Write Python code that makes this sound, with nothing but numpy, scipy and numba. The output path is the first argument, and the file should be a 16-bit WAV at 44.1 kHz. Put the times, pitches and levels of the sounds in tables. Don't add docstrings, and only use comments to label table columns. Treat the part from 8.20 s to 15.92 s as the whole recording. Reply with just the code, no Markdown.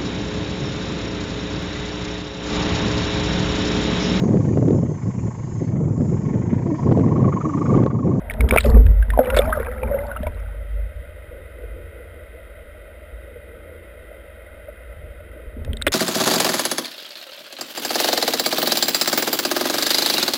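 import sys
import numpy as np
from scipy import signal
from scipy.fft import rfft, irfft, next_fast_len
from scipy.io import wavfile
from scipy.ndimage import uniform_filter1d
from numba import njit

SR = 44100
rng = np.random.default_rng(int(sys.argv[2]) if len(sys.argv) > 2 else 0)


def to_wav(sig):
    pcm = np.clip(np.atleast_2d(sig), -1, 1) * 32767
    pcm = np.round(pcm).astype(np.int16)
    wavfile.write(sys.argv[1], SR, pcm.T)


N = 340452

# time in seconds, rumble in dB, slosh in dB.
FLOW = [(0, -36, -52), (.16, -27, -37.5), (.43, -24.5, -52), (.57, -25, -25), (.77, -31, -56),
        (1.03, -43, -35.5), (1.08, -30, -36), (1.52, -29.5, -44.5), (1.76, -36, -36.5), (1.95, -33, -48.5),
        (2.4, -36, -59), (3, -38.5, -63), (4.6, -42, -60.5), (6.3, -43.5, -61), (7.3, -38.5, -59),
        (7.72, -31, -40)]
# arrival and hold in seconds, then rumble, drone and slosh in dB.
SURGES = [(0.219, 0.041, -19.5, -12, -23.5), (0.324, 0.03, -20, -20, -22), (0.469, 0.081, -21, -14, -21),
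          (0.563, 0.036, -21, -3.5, -24.5), (0.661, 0.042, -7.5, -6.5, -33.5),
          (0.766, 0.054, -23.5, -11, -52), (0.899, 0.068, -27, -15.5, -40.5), (1.142, 0.048, -26, -20, -37),
          (1.249, 0.043, -20, -23, -31.5), (1.385, 0.022, -28, -31, -38), (1.653, 0.051, -22, -34, -33),
          (1.79, 0.13, -38, -31, -51), (2.016, 0.076, -25.5, -33, -42), (2.164, 0.35, -45, -29.5, -62),
          (2.55, 0.096, -33, -22, -63), (2.77, 0.043, -37, -34, -66), (3.412, 0.26, -39, -36.5, -71),
          (6.647, .25, -41, -44, -69), (7.395, 0.044, -30.5, -51, -41), (7.482, 0.065, -24.5, -49, -35.5)]
def flow():
    rumble_db, slosh_db = curve(FLOW)
    power = np.array([undb(rumble_db) ** 2, np.zeros(N), undb(slosh_db) ** 2])
    for s, hold_s, *levels_db in SURGES:
        power += undb(levels_db)[:, None] ** 2 * swell(s, hold_s, rise_s=.025, t60=.18) ** 2
    return np.sqrt(power)


# centre and width in Hz, relative level in dB.
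BOOM_MODES = [(24.2, 9.3, -7), (49.2, 9.3, 1), (59.4, 13, 3.5), (80.5, 25.3, -2), (131, 124, -24)]
# time in seconds, pitch in Hz.
DRONE_PITCH = [(.53, 60.12), (.61, 50.52)]
def rumble(push, ring):
    drone_hz, = curve(DRONE_PITCH)
    boom = push * steady(resonate(rng.standard_normal(N), BOOM_MODES), span_s=.08)
    return boom + ring * tone(drone_hz + .5 * walk(16))


# centre and width in Hz, relative level in dB.
SLOSH_MODES = [(124, 42, -6), (218.8, 50, -0.5), (254.6, 25, -1), (291, 14.7, -9), (435, 170, -10.5),
               (800, 830, -30)]
def slosh(strength):
    return strength * steady(resonate(rng.standard_normal(N), SLOSH_MODES), span_s=.082)


# start in seconds, relative level in dB, pitch in Hz, t60 in seconds.
GLUGS = [(0.361, -2.5, 609, 0.017), (0.447, -8.5, 573, 0.077), (0.459, -11.5, 423, 0.098),
         (.492, -15, 463, 0.036), (.568, -14.5, 448, .04), (0.975, -3, 639, 0.0077),
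         (0.99, 4.5, 588.3, 0.018), (1.006, -9.5, 522.7, 0.063), (1.067, -17.5, 488.3, 0.054),
         (1.135, -11.5, 539.8, 0.0597), (1.168, -7, 619.3, 0.037), (1.191, 0.5, 525.4, 0.021),
         (1.274, -14.5, 640, 0.044), (1.373, -11, 593.6, 0.021), (1.399, -11.5, 482, 0.044),
         (1.627, -15, 508.6, 0.053), (1.709, -11, 565, 0.16), (1.742, -9, 538.8, 0.087),
         (1.787, -19, 558.3, .07), (2.031, -19.5, 609, 0.076), (2.068, -14.5, 604, 0.041),
         (3.11, -30, 490, .07), (3.435, -25.5, 472, 0.061), (5.158, -29, 472, 0.081),
         (5.913, -28.5, 595, 0.05), (6.483, -24.5, 594, 0.056), (7.476, -23.5, 543, 0.034),
         (7.668, -11, 584, 0.026), (7.676, -15.5, 403, 0.045)]
def glugs():
    out = np.zeros(N)
    for s, db, hz, t60 in GLUGS:
        add(out, s, undb(db - 2.5) * bubble(hz, t60, glide=-.026, rise_cycles=1.7))
    return out


# centre and width in Hz, relative level in dB.
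SMACK_MODES = [(503, 255, 0), (1220, 740, -14)]
SPRAY_MODES = [(1950, 2300, 6), (3570, 1100, -3), (5200, 1700, -15)]
# start in seconds, relative level in dB, t60 in seconds, spray against smack in dB.
SLAPS_AND_POPS = [(0.324, 0, 0.019, -20), (0.334, -3, 0.13, -18), (0.361, 5.5, 0.015, -9.5),
                  (0.378, -23, 0.13, 5.5), (0.989, -5, 0.014, -17), (1.101, -14, 0.04, -3.5),
                  (1.144, -15, 0.037, -2), (1.168, -7, 0.094, -2), (2.068, -19.5, 0.04, -8),
                  (7.666, -8, 0.035, 8), (7.673, -13, 0.036, 7), (7.68, -20, 0.013, -3)]
def slaps_and_pops():
    out = np.zeros(N)
    for s, db, t60, spray_db in SLAPS_AND_POPS:
        smack = burst(t60, SMACK_MODES, rise_s=.0009)
        spray = undb(spray_db) * burst(t60, SPRAY_MODES, rise_s=.00073)
        add(out, s, undb(db - 10.5) * (smack + spray))
    return out


# time in seconds, depth from 0 (surface) to 1 (fully under).
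DEPTH = [(.45, 0.06), (.95, 1), (7.2, 1), (7.4, 0)]
SURFACE_CYCLES, DEEP_CYCLES = 36, 58
def ping(s, hz, snap_db):
    depth = np.interp(s, *np.transpose(DEPTH))
    cycles = SURFACE_CYCLES + (DEEP_CYCLES - SURFACE_CYCLES) * depth
    out = np.zeros(SR // 8)
    add(out, 0, bubble(hz, cycles / hz, glide=.015, rise_cycles=1.34)[:len(out)])
    add(out, 0, undb(snap_db) * burst(.018, SPRAY_MODES, rise_s=.001))
    return out


# start in seconds, level in dB, pitch in Hz, snap against ring in dB.
PINGS = [(.0985, -17, 2230, -23), (0.1074, -21, 1870, -12), (.1148, -34, 3370, -1), (0.1372, -33, 3600, 0),
         (0.2066, -14.5, 2205, -5.5), (0.2883, -23.5, 3230, -2.5), (.2933, -27, 5140, -10),
         (.3087, -6, 2275, -12.5), (.3742, -6.5, 2490, -10), (.379, -10, 1360, -17),
         (0.3832, -1.5, 2330, -20), (.4069, -15.5, 3910, -9.5), (0.4415, -23, 2590, -6),
         (.458, -28.5, 4600, 1), (0.5008, -28, 4370, -18), (0.6642, -30, 1650, -0.5),
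         (0.8249, -22, 1595, -13), (0.9025, -21, 1816, -5.5), (0.9346, -21.5, 1017, -17),
         (1.1009, -18.5, 1410, -9), (1.1008, -21.5, 2750, -22), (1.1448, -25, 2150, -6),
         (1.1648, -22.5, 4470, 4), (1.173, -19, 3836, -10), (1.1883, -9.5, 3540, -9),
         (1.2182, -23, 2370, -9), (1.3249, -12.5, 1267, -24), (1.3283, -13, 1557, -27),
         (1.37, -23.5, 1220, -21), (1.4673, -25.5, 1610, -22), (1.632, -23, 875, -22),
         (1.6326, -24, 2387, -27), (1.7877, -26, 2060, -29), (1.868, -41, 4520, -20),
         (1.914, -21.5, 1488, -22), (1.9624, -21, 1325, -21), (1.9702, -33.5, 2820, -13),
         (2.031, -38.5, 3220, 3), (2.066, -25, 971, -11), (2.0683, -26, 2240, -29), (2.145, -49, 3990, -18),
         (2.2, -51, 5400, -4), (7.448, -34, 3670, -3.5), (7.4484, -42, 5300, -9),
         (7.532, -21.5, 3200, -14.5), (7.5701, -23.5, 3700, -17), (7.615, -27, 1460, -3),
         (7.622, -11.5, 3770, -19), (7.6801, -11, 3430, -21)]
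def pings(strays=12, churn_start_s=1.03, churn_end_s=1.52):
    out = np.zeros(N)
    for s, db, hz, snap_db in PINGS:
        add(out, s, undb(db) * ping(s, hz, snap_db))
    for when, octave, faintness in rng.random((strays, 3)):
        s = churn_start_s + when * (churn_end_s - churn_start_s)
        add(out, s, undb(-27 - 12.8 * faintness) * ping(s, hz=1750 * 2 ** octave, snap_db=-7))
    return out


# time in seconds, gurgle in dB, fizz in dB.
AIR = [(0, -37.5, -70), (.2, -33, -51), (.36, -29.5, -38), (.41, -56, -54), (.46, -25.5, -36),
       (.57, -22.5, -40), (.63, -39, -67), (.9, -47.5, -50), (1.03, -25, -39), (1.17, -27, -31.5),
       (1.46, -29.5, -37), (1.58, -35.5, -43.5), (1.74, -27.5, -40.5), (1.93, -33.5, -41),
       (2.1, -47, -52.5), (2.3, -53, -47)]
AIR_GONE_S = 2.4
def draining_air():
    gurgle_db, fizz_db = curve(AIR)
    kicks = sum(undb(db - 23.5) * swell(s, hold_s=.011, rise_s=.0037, t60=.14)
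                for s, db, _, _ in GLUGS if s < AIR_GONE_S)
    gurgle = np.hypot(undb(gurgle_db), kicks) * air_pocket()
    air_left = np.clip((AIR_GONE_S - np.arange(N) / SR) / .15, 0, 1)
    return air_left * (gurgle + undb(fizz_db) * fizz())


# multiple of its pitch, width in Hz, relative level in dB.
POCKET_MODES = [(1.051, 219, -6), (1.52, 55, -17), (2.551, 167, -18.5)]
def air_pocket():
    pitch_hz, = curve([(s, hz) for s, _, hz, _ in GLUGS])
    settled = np.interp(np.arange(N) / SR, [.9, 1], [.3, 1])
    out = settled * undb(3.2 * walk(60) - 4) * tone(pitch_hz + 11 * walk(70))
    for multiple, width, db in POCKET_MODES:
        hz = multiple * pitch_hz
        kicks = restless_noise(spread_db=5.7, rate=90)
        overtone = bandpass(bandpass(kicks, hz, float(width)), hz, float(width))
        out += undb(db) * steady(overtone, span_s=.061)
    return out


# centre and width in Hz, relative level in dB.
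FIZZ_MODES = [(910, 370, -7), (1425, 870, -2.5), (2140, 1330, -9.5), (3260, 2100, -23.5),
              (5200, 1500, -20.5)]
def fizz(count=950):
    out = undb(-24) * rng.standard_normal(N)
    for when, pitch, size, life in rng.random((count, 4)):
        hz = 750 * 6.13 ** pitch
        strength = undb(-4.2 * np.log(1 - .98 * size) - 16)
        cycles = 14 + 40 * life
        add(out, when * AIR_GONE_S, strength * bubble(hz, cycles / hz, glide=.051, rise_cycles=1.4))
    return steady(resonate(out, FIZZ_MODES), span_s=.058)


# start and end in seconds, upper limit of a tick in dB.
FOAM = [(.385, 0.511, -25.5), (1.16, 1.548, -39)]
def foam(count=40):
    out = np.zeros(N)
    for start_s, end_s, db in FOAM:
        for when, pitch, faintness in rng.random((count, 3)):
            tick = bubble(2600 * 2.15 ** pitch, t60=.011, glide=.05, rise_cycles=1.1)
            add(out, start_s + when * (end_s - start_s), undb(db - 14 * when - 12 * faintness) * tick)
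    return out


# start in seconds, level in dB, pitch in Hz, t60 in seconds.
BUMPS = [(.475, -13, 31.8, 0.45), (.988, -13, 256.1, 0.069), (2.003, -22, 203, 0.041),
         (4.917, -28.5, 55.7, 0.52), (7.26, -23, 54.3, 0.13), (7.365, -28.5, 254, 0.046),
         (7.668, -19.5, 284, 0.075)]
def bumps():
    out = np.zeros(N)
    for s, db, hz, t60 in BUMPS:
        t, envelope = fade(t60, rise_s=.73 / hz)
        add(out, s, undb(db) * envelope * np.sin(2 * np.pi * hz * t))
    return out


# centre and width in Hz, relative level in dB.
LAP_MODES = [(200, 490, -17.5), (339, 143, -8.5), (490, 184, -1.5)]
RIPPLE_MODES = [(588.4, 188, 3.5), (850, 76, -31)]
HISS_MODES = [(818, 140, -9), (1000, 250, -12), (1303, 315, -4), (1474, 415, -1), (1980, 450, 1),
              (2134, 290, -6), (2473, 240, -7), (2704, 430, -12), (3145, 590, -12.5), (3698, 620, -16),
              (4700, 2500, -29)]
# crest time and half length in seconds, relative level in dB.
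WAVES = [(3.14, 0.075, -52), (3.604, 0.36, -44.5), (5.197, 0.14, -50), (5.49, 0.23, -46),
         (5.93, 0.088, -50), (7.268, 0.15, -46)]
LAP_DB, RIPPLE_DB, HISS_DB = -50.5, -47.5, -49.5
def wash():
    t = np.arange(N) / SR
    depth, = curve(DEPTH)
    wave_power = sum((undb(db) * np.exp(-((t - s) / half_s) ** 2 / 2)) ** 2 for s, half_s, db in WAVES)
    lapping = steady(resonate(restless_noise(spread_db=2.5, rate=25), LAP_MODES), span_s=.29)
    ripples = steady(resonate(restless_noise(spread_db=1.7, rate=25), RIPPLE_MODES), span_s=.22)
    hiss = resonate(rng.standard_normal(N), HISS_MODES)
    sea = np.sqrt(undb(LAP_DB) ** 2 + wave_power) * lapping
    sea += undb(RIPPLE_DB + .5 * walk(4)) * ripples
    sea += undb(HISS_DB + .21 * walk(1.1)) * hiss
    return undb(-1.5 * (1 - depth)) * sea


def bubble(hz, t60, glide, rise_cycles):
    t, envelope = fade(t60, rise_cycles / hz)
    return envelope * np.sin(2 * np.pi * hz * t * (1 + glide * (t / t[-1] - .5) / 2))


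def burst(t60, modes, rise_s):
    t, envelope = fade(t60, rise_s)
    noise = steady(resonate(rng.standard_normal(SR // 4), modes), span_s=.004)
    return envelope * noise[:len(t)]


def tone(hz):
    return np.sqrt(2) * np.sin(2 * np.pi * np.cumsum(hz) / SR)


def restless_noise(spread_db, rate):
    return rng.standard_normal(N) * undb(spread_db * walk(rate))


def fade(t60, rise_s):
    t = np.arange(int(max(t60, .004) * SR)) / SR
    envelope = (1 - np.exp(-(t / rise_s) ** 2)) * np.exp(-np.log(1000) * t / t[-1])
    return t, envelope / envelope.max()


def swell(s, hold_s, rise_s, t60):
    t = np.arange(N) / SR - s
    rise = (np.minimum(t, 0) / rise_s) ** 2
    decay = np.log(1000) * np.maximum(t - hold_s, 0) / t60
    return np.exp(-np.minimum(rise + decay, 20))


def resonate(x, modes):
    size = next_fast_len(len(x))
    f = np.arange(size // 2 + 1) * SR / size
    power = sum(undb(db) ** 2 / (1 + (2 * (f - hz) / width) ** 2) ** 4 for hz, width, db in modes)
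    coloured = irfft(rfft(x, size) * np.sqrt(power), size)[:len(x)]
    return coloured / np.sqrt(np.mean(coloured ** 2) + 1e-20)


@njit
def bandpass(x, hz, width):
    out, band_state, low_state = np.empty(len(x)), 0., 0.
    for i in range(len(x)):
        gain, damping = np.tan(np.pi * hz[i] / SR), width / hz[i]
        band = (band_state + gain * (x[i] - low_state)) / (1 + gain * (gain + damping))
        band_state = 2 * band - band_state
        low_state += 2 * gain * band
        out[i] = damping * band
    return out


def steady(x, span_s):
    return x / np.sqrt(np.abs(uniform_filter1d(x ** 2, max(int(span_s * SR), 1))) + 1e-12)


def walk(rate):
    hold = int(SR / rate)
    held = np.repeat(rng.standard_normal(N // hold + 1), hold)
    return 1.32 * uniform_filter1d(uniform_filter1d(held, hold), hold)[:N]


def curve(rows):
    s, *columns = np.transpose(rows)
    return [np.interp(np.arange(N) / SR, s, column) for column in columns]


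def undb(db):
    return 10 ** (np.asarray(db) / 20)


def add(out, s, sound):
    start = int(np.clip(s * SR, 0, N - 1))
    out[start:start + len(sound)] += sound[:N - start]


def scene():
    push, ring, sloshing = flow()
    housing = rumble(push, ring) + slosh(sloshing)
    bubbles = draining_air() + pings() + glugs() + foam()
    return (housing + bubbles + slaps_and_pops() + bumps() + wash())[None]


HOLD_HZ, TOP_HZ = 12000, 15300
def record(dry, repeats=15):
    samples = signal.resample_poly(dry, HOLD_HZ, SR, axis=1, window=("kaiser", 3), padtype="edge")
    held = np.repeat(np.clip(samples, -1, 1), repeats, axis=1)
    stairs = signal.resample_poly(held, SR, HOLD_HZ * repeats, axis=1, padtype="edge")
    lowpass = signal.ellip(10, .2, 70, TOP_HZ, fs=SR, output="sos")
    return signal.sosfilt(lowpass, stairs[:, :N])


dry = scene()
out = record(dry)
to_wav(out)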